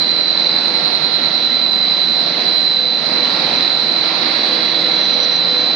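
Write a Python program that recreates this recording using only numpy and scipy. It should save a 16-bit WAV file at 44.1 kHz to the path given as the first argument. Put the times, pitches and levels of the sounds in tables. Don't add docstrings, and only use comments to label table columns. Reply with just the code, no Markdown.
import sys
import numpy as np
from scipy import signal
from scipy.fft import rfft, irfft
from scipy.io import wavfile
from scipy.ndimage import uniform_filter1d, minimum_filter1d, map_coordinates

SR = 44100
rng = np.random.default_rng(int(sys.argv[2]) if len(sys.argv) > 2 else 0)


def output_pcm(signal):
    pcm = np.clip(np.atleast_2d(signal).T, -1, 1) * 32767
    wavfile.write(sys.argv[1], SR, np.round(pcm).astype(np.int16))


def ratio_of_db(decibels):
    return 10 ** (np.asarray(decibels, float) / 20)


N = 253575
STEP = 256
T_S = np.arange(0, N, STEP) / SR

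SWITCH_HZ, CYCLE_HZ = 4020.3, 42.39
# [order/cycles, left level/dB, right level/dB]
SIDEBANDS = [(-14, -62, -52), (-13, -59, -46), (-12, -55, -43), (-11, -57, -52), (-10, -49, -44),
             (-9, -50, -41), (-8, -58, -41), (-7, -51, -39), (-6, -39, -33), (-5, -47, -41), (-4, -43, -33),
             (-3, -42, -25), (-2, -40, -26), (-1, -35, -27), (0, -23, -18), (1, -40, -30), (2, -35, -21),
             (3, -43, -30), (4, -47, -40), (5, -39, -34), (6, -43, -34), (7, -50, -32), (8, -50, -36),
             (9, -47, -38), (10, -46, -41), (11, -51, -42), (12, -57, -44), (13, -52, -36), (14, -54, -45),
             (15, -53, -47)]
# [order/cycles, left level/dB, right level/dB]
ROTOR_SIDEBANDS = [(-10.25, -51, -46), (-7.25, -60, -45), (-6.75, -59, -46), (-6.25, -55, -46),
                   (-4.25, -52, -45), (-3.75, -54, -41), (-3.5, -61, -42), (-3.25, -52, -35),
                   (-2.75, -54, -36), (-2.5, -57, -39), (-2.25, -62, -42), (-1.75, -48, -36),
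                   (-1.5, -49, -39), (-1.25, -42, -34), (-0.75, -39, -33), (-0.5, -48, -41),
                   (-0.25, -41, -35), (0.25, -44, -39), (0.5, -48, -41), (0.75, -50, -43), (1.25, -50, -38),
                   (1.5, -51, -37), (1.75, -43, -28), (2.25, -49, -31), (2.5, -53, -34), (2.75, -57, -41),
                   (3.25, -57, -45), (7.75, -61, -46), (8.25, -55, -42), (11.25, -55, -45)]
# [order/cycles, t/s, half-width/s, gain/dB]
NODES = [(0, 0.03, 0.22, -3), (0, 1.01, 0.19, -13), (0, 2.34, 0.09, -5), (0, 3.07, 0.055, -11),
         (0, 3.42, 0.075, -12), (0, 4.2, 0.07, -15), (0, 4.27, 0.57, -4), (2, 0.5, 0.17, -5),
         (2, 1.65, 0.24, -12), (2, 2.37, 0.07, -12), (2, 2.84, 0.08, -16), (2, 3.4, 0.09, -12),
         (2, 3.7, 0.5, -5), (2, 2.0, 0.07, -9), (2, 4.61, 0.27, -16), (2, 5.9, 0.46, -10),
         (1.75, 0.42, 0.31, -21), (1.75, 2.31, 0.18, -18), (1.75, 3.03, 0.29, -19),
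         (1.75, 3.92, 0.14, -8), (1.75, 5.44, 0.41, -11), (-1, 0.12, 0.13, -18),
         (-1, 1.14, 0.49, -11), (-1, 2.22, 0.1, -18), (-1, 3.23, 0.2, -7), (-1, 4.36, 0.2, -17),
         (-1, 5.57, 0.29, -12), (-3, 0.15, 0.4, -19), (-3, 2.4, 0.15, -6), (-3, 3.05, 0.1, -9),
         (-3, 3.8, 0.4, -15), (-3, 4.63, 0.18, -11), (-3, 5.9, 0.53, -18),
         (-6, 0.87, 0.9, -14), (-6, 2.48, 0.1, -14), (-6, 3.23, 0.1, -8), (-6, 4.02, 0.1, -12),
              (-4, 0.93, 0.16, -15), (-4, 2.17, 0.1, -3), (-4, 3.84, 0.1, -10), (-4, 5.65, 0.13, -4),
              (-2, 0.8, 0.13, -16), (-2, 1.38, 0.12, -12), (-2, 2.33, 0.14, -6), (-2, 2.95, 0.2, -10),
              (1, 0.69, 0.14, -12), (1, 2.32, 0.9, -10), (1, 4.48, 0.2, -16), (1, 5.2, 0.35, -13),
              (1, 3.6, 0.08, -12), (3, -0.1, 0.2, -14), (3, 1.74, 0.34, -11), (3, 2.81, 0.1, -10),
              (3, 5.32, 0.25, -10), (5, 0.54, 0.62, -12), (5, 1.74, 0.17, -18), (5, 2.91, 0.19, -19),
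              (5, 5.0, 0.9, -10), (7, 0.36, 0.23, -18), (7, 2.27, 0.87, -19), (7, 3.75, 0.18, -11),
              (7, 5.67, 0.74, -11), (6, 1.3, 1.1, -9), (6, 1.8, 0.12, -8), (6, 3.0, 0.12, -14),
              (6, 4.2, 0.1, -10), (6, 4.9, 0.6, -3), (8, 0, 0.35, -11), (8, 1.85, 0.3, -10),
              (8, 2.2, 0.1, -16), (8, 2.8, 0.1, -13), (8, 3.8, 0.25, -18), (8, 4.6, 0.15, -11),
              (8, 5.3, 0.4, -14), (13, 0.85, 0.15, -11), (13, 1.5, 0.35, -15), (13, 2.6, 0.1, -4),
              (13, 3.2, 0.1, -8), (13, 3.9, 0.15, -13), (13, 5.2, 0.55, -12), (-4, 3.0, 0.2, -6),
         (9, 1.5, .35, -5), (9, 2.9, .45, -11), (9, 5.3, .5, -8), (10, .4, .2, -7),
               (10, 1.9, .5, -17), (10, 3.4, .5, -16), (10, 5.4, .35, -11), (-5, 1.6, .1, -10),
               (-5, 2.55, .25, -13), (-5, 3.75, .25, -18), (-5, 4.6, .2, -10), (-5, 5.6, .3, -10),
               (4, .5, .25, -9), (4, 1.8, .6, -14), (4, 5.6, .3, -8), (2.25, 1.9, .55, -13),
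               (2.25, 2.85, .12, -12), (2.25, 4.1, .15, -14), (2.25, 5.4, .4, -4), (-.75, .1, .15, -18),
               (-.75, .95, .25, -16), (-.75, 2.35, .1, -8), (-.75, 2.85, .1, -14), (-.75, 3.75, .25, -7),
               (-.75, 4.35, .1, -14)]
ALL_NODES = NODES
THROB_S = .955

# [f/Hz, left
# level/dB, right level/dB]
HUMS = [(165, -44, -44), (240.2, -41, -40), (329.9, -41, -39), (494.8, -39, -39), (1361.7, -42.5, -41.5),
        (2346, -52, -44.5), (3362, -43, -39.5), (4691, -49, -43), (7997, -62, -84), (8041, -71, -92),
        (144, -51, -51), (288, -49, -49), (433, -53, -53), (620, -50, -50), (722, -50, -50),
           (768, -49, -49), (877, -47, -47), (1076, -50, -49), (1124, -53, -52)]
# [f/Hz, t/s, half-width/s, gain/dB]
SHADOWS = [(165, 2.7, .2, -3), (165, 1.6, .12, -8), (165, 3.3, .5, -3), (240.2, .6, .3, -9),
           (240.2, 1.2, .15, -8), (240.2, 2.0, .12, -5), (240.2, 2.7, .15, -7), (240.2, 3.65, .12, -5),
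           (240.2, 4.0, .09, -14), (240.2, 5.5, .35, -9), (329.9, .2, .3, -4), (329.9, 1.0, .12, -5),
           (329.9, 1.8, .6, -6), (329.9, 2.87, .25, -6), (329.9, 3.7, .2, -4), (329.9, 5.36, .2, -12),
           (494.8, .1, .45, -6), (494.8, 1.25, .2, -6), (494.8, 2.1, .55, -9), (240.2, 2.2, .2, -3),
           (240.2, 4.9, .3, -3), (877, .1, .2, -16), (877, 1.2, .25, -12), (877, 2.2, .6, -18),
           (877, 4.9, .7, -20), (494.8, 2.5, .12, -3), (494.8, 4.0, .15, -3), (1361.7, 0, .45, -7),
           (1361.7, 2.45, .6, -9), (1361.7, 4.55, .1, -5), (1361.7, 5.4, .6, -3), (3362, .1, .9, -14),
           (3362, 1.9, .25, -20), (3362, 2.8, .22, -14), (3362, 3.45, .3, -14), (3362, 3.95, .25, -18),
           (3362, 5.55, .25, -12), (4691, .5, .5, -11), (4691, 1.3, .2, -6), (4691, 2.4, .5, -9),
           (4691, 3.6, .3, -9), (4691, 5.35, .45, -11), (7997, 1.6, .4, -8), (7997, 3.6, .3, -4),
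           (7997, 5.2, .35, -13), (7997, .35, .12, -9), (7997, 1.1, .1, -6), (7997, 4.0, .1, -8)]
BEAT_HZ, BEAT_S, BEAT_DEPTH = 2.95, 3.52, .42

SQUEAK_HZ, SQUEAK_DB, SAG_HZ_PER_S = 5868, -39, 90
SQUEAK_S, SWELL_S, HOLD_S, DIE_S = 4.92, .06, .39, .025
# [f/Hz, t/s, half-width/s, gain/dB]
SLIPS = [
    (5868, 4.99, .012, -14),
    (5868, 5.078, .01, -12),
    (5868, 5.122, .008, -10),
    (5868, 5.17, .011, -14),
    (5868, 5.218, .005, -8),
    (5868, 5.272, .008, -14),
    (5868, 5.31, .02, -5),
    (5868, 5.22, .035, 2),
    (5868, 5.365, .015, 2),
    (5868, 5.035, .006, -7),
]

# [f/Hz, left density/dB, right density/dB]
DRONE = [(20, -45.5, -43.5), (40, -33.5, -34.5), (60, -30.5, -33.5), (77, -24.5, -28), (96, -12.5, -12),
         (118, -23.5, -22), (147, -5, -4.5), (250, -2, -2), (466, -6.5, -4.5), (594, -0.5, -1.5),
         (1040, -6, -3.5), (1510, -9.5, -10), (3000, -41, -36.5), (6000, -120, -120)]
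# [f/Hz, left density/dB, right density/dB]
AIR = [(300, -120, -120), (800, -23.5, -25), (1240, -12, -4), (2010, -2.5, 4.5), (2770, -5.5, -0.5),
       (3400, -14.5, -5), (4130, -29.5, -21.5), (6000, -120, -120)]
# [f/Hz, left density/dB, right density/dB]
HOUSING = [(1500, -120, -120), (2600, -27.5, -20), (3260, -20, -10.5), (3750, -16, -6.3),
           (3904, -11.5, 0.5), (4150, -12.5, -1.5), (4290, -14.8, -3.6), (4665, -16.5, -5.8),
           (5124, -21.5, -13.5), (5800, -25.5, -21), (6300, -31.5, -30), (6930, -34.5, -36.5),
           (7500, -41, -41), (7960, -34.5, -38.5), (8160, -41.5, -42)]
DRONE_DB, AIR_DB, HOUSING_DB = -29, -31, -26.8
DRONE_FOLLOWS, HOUSING_FOLLOWS = 0.97, 0.84
FLOOR_HZ = 190

# [t/s, speed/(m/s)]
WALK = [
    (0, .04),
    (2, .06),
    (2.4, .18),
    (3.7, .18),
    (4.3, .09),
    (5.75, .04),
]
# [t/s, gain/dB]
GAIN = [(0, -2), (.3, -1), (.75, 0.26), (1.25, 0), (1.65, -2.5), (1.98, -0.5), (2.18, -2), (2.4, 2),
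        (2.6, -2), (2.9, -3.5), (3.15, 2), (3.55, 3), (3.8, -0.5), (4.25, 3.5), (4.6, 1.8), (5.1, 1),
        (5.4, 0), (5.75, 0)]
# [f/Hz, left-right likeness]
ALIKE = [(25, .6), (60, 0.95), (170, 1), (350, 0.84), (700, 0.62), (1030, 0.24), (1500, 0.029),
         (1900, 0.14), (2500, 0.39), (3500, 0.37), (4300, 0.34), (5500, 0.19), (6200, 0.11)]
# [f/Hz, share of right]
ECHO = [(300, .02), (600, .07), (1000, .17), (1500, .38), (2600, .43), (4000, .64), (5100, .46),
        (6000, .15)]
ECHO_S = .004608

# [from f/Hz, to f/Hz, left sounding share, right sounding share]
SPARSE = [(5860, 6030, .99, .97), (6030, 6200, .97, .86), (6200, 6370, 1, .8), (6370, 6890, .85, .68),
          (6890, 7580, .29, .12), (7580, 8270, .6, .05), (8270, 22050, 0, 0)]
# [f/Hz, share of band power]
RAGGED = [(5600, .05), (6000, .2), (6400, .5), (7000, .7), (8000, .24)]
# [band from f/Hz, t/s, half-width/s, bias/dB]
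BUSY = [(7580, .35, .02, -30), (7580, 1.27, .045, -40), (7580, 1.39, .012, 8), (7580, 2.05, .08, 14),
        (7580, 5.09, .035, 35), (6890, .07, .02, 20), (6890, .72, .02, 16), (6890, 4.95, .06, 8),
        (7580, 1.52, .05, -40), (7580, 2.65, .1, 10), (6890, 2.76, .08, 22), (6890, .97, .04, 14),
        (7580, 1.89, .05, -40), (7580, 2.35, .06, -40), (7580, 2.9, .07, -40), (7580, 3.21, .035, -30),
        (7580, 4.13, .035, -30), (7580, 4.25, .03, -25), (7580, 5.32, .14, -40), (6890, .3, .35, -12),
        (6890, 1.6, .45, -14), (6890, 2.52, .06, -14), (6890, 2.95, .07, -14), (6890, 5.4, .25, -20),
        (6370, .25, .04, -20), (6370, .47, .09, -9), (6370, 1.63, .04, -18), (6370, 1.86, .03, -14),
        (6370, 2.58, .02, -14), (6370, 5.28, .07, -30), (6370, 5.1, .06, -2), (6200, 5.2, .2, -16),
        (6200, .2, .04, -14), (6030, 5.1, .07, -12), (7580, 4.45, .12, 9), (7580, .07, .04, 8),
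        (7580, .26, .015, -20), (7580, 4.85, .012, -20), (7580, 5.02, .012, -25), (7580, 5.54, .03, 25),
        (7580, 5.63, .018, -30), (7580, 5.73, .02, -30), (6890, 3.47, .08, 10), (6890, 4.25, .1, 10),
        (5860, 5.47, .03, -20), (6030, 5.47, .04, -20)]
# [t/s, level/dB]
OVERLOADS = [
    (.858, -56),
    (1.725, -67),
    (4.178, -68),
    (4.958, -77),
]
# [f/Hz, level/dB]
CONVERTER = [(11880, -99), (15700, -105)]
CEILING = .93


def whine():
    loud = {row[0] for row in ALL_NODES}
    nearness = unit(ratio_of_db(HOUSING_FOLLOWS * curve(GAIN, T_S)))
    blur = 1j * np.clip(T_S - 1.2, .3, 1.8)
    drift_s = np.clip(0.068 * (T_S - 1), 0, .03)
    throb_gain = np.interp(T_S, [.45, .75, 1.25, 1.5, 4.4], [.6, 1.15, 1.15, .75, .6])
    lines, turns = [], {}
    for order, left_db, right_db in SIDEBANDS + ROTOR_SIDEBANDS:
        hz = SWITCH_HZ + order * CYCLE_HZ
        gain = nearness * standing(hz, direct=0.33)
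        turns[order] = np.exp(1.5j * wobble(1.189 * T_S))
        parent = round(order)
        offset = order - parent
        if abs(offset) == .25 and parent in loud:
            throb = np.exp(-2j * np.pi * offset * CYCLE_HZ * (THROB_S + drift_s) + blur * wobble(1.0 * T_S))
            turns[order] = turns[parent] * throb
            gain = np.abs(gain) * turns[order] * throb_gain
        if order in loud:
            depth = .12 if left_db - right_db > -8 else .3
            left = 1 + depth * (wobble(7.4 * T_S) + 1j * wobble(1.6 * T_S))
            ports = np.array([unit(left), np.ones(len(T_S))])
            gain = ports * turns[order] * fading(ALL_NODES, order)
        lines.append((hz, gain * lead(hz) * ratio_of_db([[left_db + 1.0], [right_db + 0.55]])))
    return tones(lines)


def hums():
    lifted = unit(ratio_of_db(curve(GAIN, T_S)))
    shaded = {row[0] for row in SHADOWS}
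    lines = []
    for hz, left_db, right_db in HUMS:
        if hz in shaded:
            gain = fading(SHADOWS, hz) * standing(hz, direct=.99)
        else:
            gain = lifted * standing(hz, direct=.7)
        if round(hz) == 495:
            gain = gain * (1 + BEAT_DEPTH * np.exp(2j * np.pi * BEAT_HZ * (T_S - BEAT_S)))
        level_db = np.array([[left_db + 1.0], [right_db + 1.5]]) - 350 / hz
        lines.append((hz, gain * lead(hz) * ratio_of_db(level_db)))
    return tones(lines)


def squeak():
    since_s = T_S - SQUEAK_S
    shape = np.interp(since_s, np.cumsum([0, SWELL_S, HOLD_S, DIE_S]), [0, .7, 1.2, 0])
    rough = (1.7 + 0.25 * wobble(90 * T_S)) * np.exp(1.1j * wobble(60 * T_S))
    sag = np.exp(-1j * np.pi * SAG_HZ_PER_S * since_s ** 2 * (shape > 0))
    gain = shape * rough * fading(SLIPS, SQUEAK_HZ) * sag
    return tones([(SQUEAK_HZ, gain * ratio_of_db(SQUEAK_DB + np.array([[-10], [1.5]])))])


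def roar():
    gain_db = curve(GAIN, np.arange(N) / SR)
    drone = ratio_of_db(DRONE_DB) * rush(DRONE, patchy_db=0.6)
    floor = signal.sosfiltfilt(signal.butter(2, FLOOR_HZ, fs=SR, output="sos"), drone)
    drone = floor + ratio_of_db(DRONE_FOLLOWS * gain_db) * (drone - floor)
    air = ratio_of_db(AIR_DB + gain_db) * rush(AIR, patchy_db=0.75)
    housing = ratio_of_db(HOUSING_DB + HOUSING_FOLLOWS * gain_db) * rush(HOUSING, patchy_db=1.5)
    return drone + air + housing


def rush(spectrum, patchy_db):
    z = signal.stft(rng.standard_normal((2, N)), nperseg=512)[2]
    field = uniform_filter1d(rng.standard_normal(z.shape[1:]), size=6, axis=0)
    field = uniform_filter1d(field, size=14, axis=1)
    pair = rfft(signal.istft(z * ratio_of_db(patchy_db * unit(field)), nperseg=512)[1][:, :N])
    hz = np.fft.rfftfreq(N, 1 / SR)
    turn = np.arccos(np.clip(along(ALIKE, hz)[0], -1, 1)) / 2
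    mid, side = pair * [np.cos(turn), np.sin(turn)]
    late = echo(hz)
    right = mid - side
    left = np.sqrt(1 - np.abs(late) ** 2) * (mid + side) + late * right
    ports = irfft(ratio_of_db(along(spectrum, hz)) * [left, right], N)
    return ports / np.std(ports.mean(axis=0))


def standing(hz, direct, grain=2.6):
    metres = np.cumsum(curve(WALK, T_S)) * STEP / SR
    position = grain * metres * hz / 343 + .8 * T_S
    shared, own = [unit(wobble(position) + 1j * wobble(position)) for _ in range(2)]
    like = np.clip(along(ALIKE, hz)[0], .88, 1)
    echoes = np.array([like * shared + np.sqrt(1 - like ** 2) * own, shared])
    direct = np.clip(direct, 0, 1)
    gain = direct + np.sqrt(1 - direct ** 2) * echoes
    gain = gain * np.exp(2j * np.pi * rng.random())
    return np.array([unit(g) for g in gain])


def echo(hz):
    return -along(ECHO, hz)[0] * np.exp(-2j * np.pi * hz * ECHO_S)


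def lead(hz):
    return [[np.exp(1j * np.angle(along(ALIKE, hz)[0] + echo(hz)))], [1]]


def fading(events, key):
    gain_db = np.zeros(len(T_S))
    for k, s, width_s, db in events:
        if k == key:
            gain_db += db * np.exp(-.5 * ((T_S - s) / width_s) ** 2)
    return unit(ratio_of_db(gain_db))


def tones(lines):
    size = N // STEP + 64
    spectrum = np.zeros((2, size * STEP // 2 + 1), complex)
    for hz, gain in lines:
        slow = np.pad(gain, ((0, 0), (0, size - gain.shape[1])), "reflect")
        start = round(hz * size * STEP / SR) - size // 2
        shifted = np.fft.fftshift(np.fft.fft(slow), axes=1)
        spectrum[:, start:start + size] += shifted * np.hanning(size)
    return irfft(spectrum)[:, :N] * STEP / np.sqrt(2)


def wobble(position):
    return map_coordinates(rng.standard_normal(int(position[-1]) + 4), [position])


def curve(rows, t_s):
    return np.interp(t_s, *np.transpose(rows))


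def along(points, hz):
    f, *cols = np.transpose(points)
    return np.array([np.interp(np.log(hz + 1), np.log(f + 1), c) for c in cols])


def unit(x):
    return x / np.sqrt(np.mean(np.abs(x) ** 2) + 1e-20)


def scene():
    return whine() + hums() + squeak() + roar()


def limiter(x):
    need = np.minimum(1, CEILING / (np.abs(x) + 1e-9))
    return x * uniform_filter1d(minimum_filter1d(need, size=257), size=129)


def sparse_top(x):
    hz, t, z = signal.stft(x, SR, nperseg=2048)

    def level_db(port, band):
        return 10 * np.log10(np.mean(np.abs(port[band]) ** 2, axis=0) + 1e-20)

    maskers = [level_db(port, (hz > 5700) & (hz < 6000)) for port in z]
    for lo, hi, *shares in SPARSE:
        band = (hz >= lo) & (hz < hi)
        busy_db = 20 * np.log10(np.interp(t, T_S, fading(BUSY, lo)))
        for port, masker_db, share in zip(z, maskers, shares):
            worth_db = 2 * level_db(port, band) - masker_db + busy_db
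            worth_db = worth_db + 2.2 * wobble(6 * t) + 2.2 * wobble(18 * t)
            power = np.abs(port[band]) ** 2
            proud = uniform_filter1d(power, size=4, axis=0) > along(RAGGED, lo)[0] * power.mean(axis=0)
            port[band] *= proud * (worth_db >= np.quantile(worth_db, 1 - share))
    return signal.istft(z, SR, nperseg=2048)[1][:, :N]


def converter():
    x = np.zeros((2, N))
    for s, db in OVERLOADS:
        hiss = np.diff(rng.standard_normal(1202), 2)
        x[1, round(s * SR) + np.arange(-600, 600)] = ratio_of_db(db) * np.hanning(1200) * hiss
    return x + tones([(hz, ratio_of_db(db) * standing(hz, direct=.3, grain=9)) for hz, db in CONVERTER])


def band_limit(x):
    return signal.sosfilt(signal.butter(12, 15700, fs=SR, output="sos"), x)


def record(dry):
    mix = sparse_top(limiter(dry)) + converter()
    return band_limit(mix)


dry = scene()
out = record(dry)
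output_pcm(out)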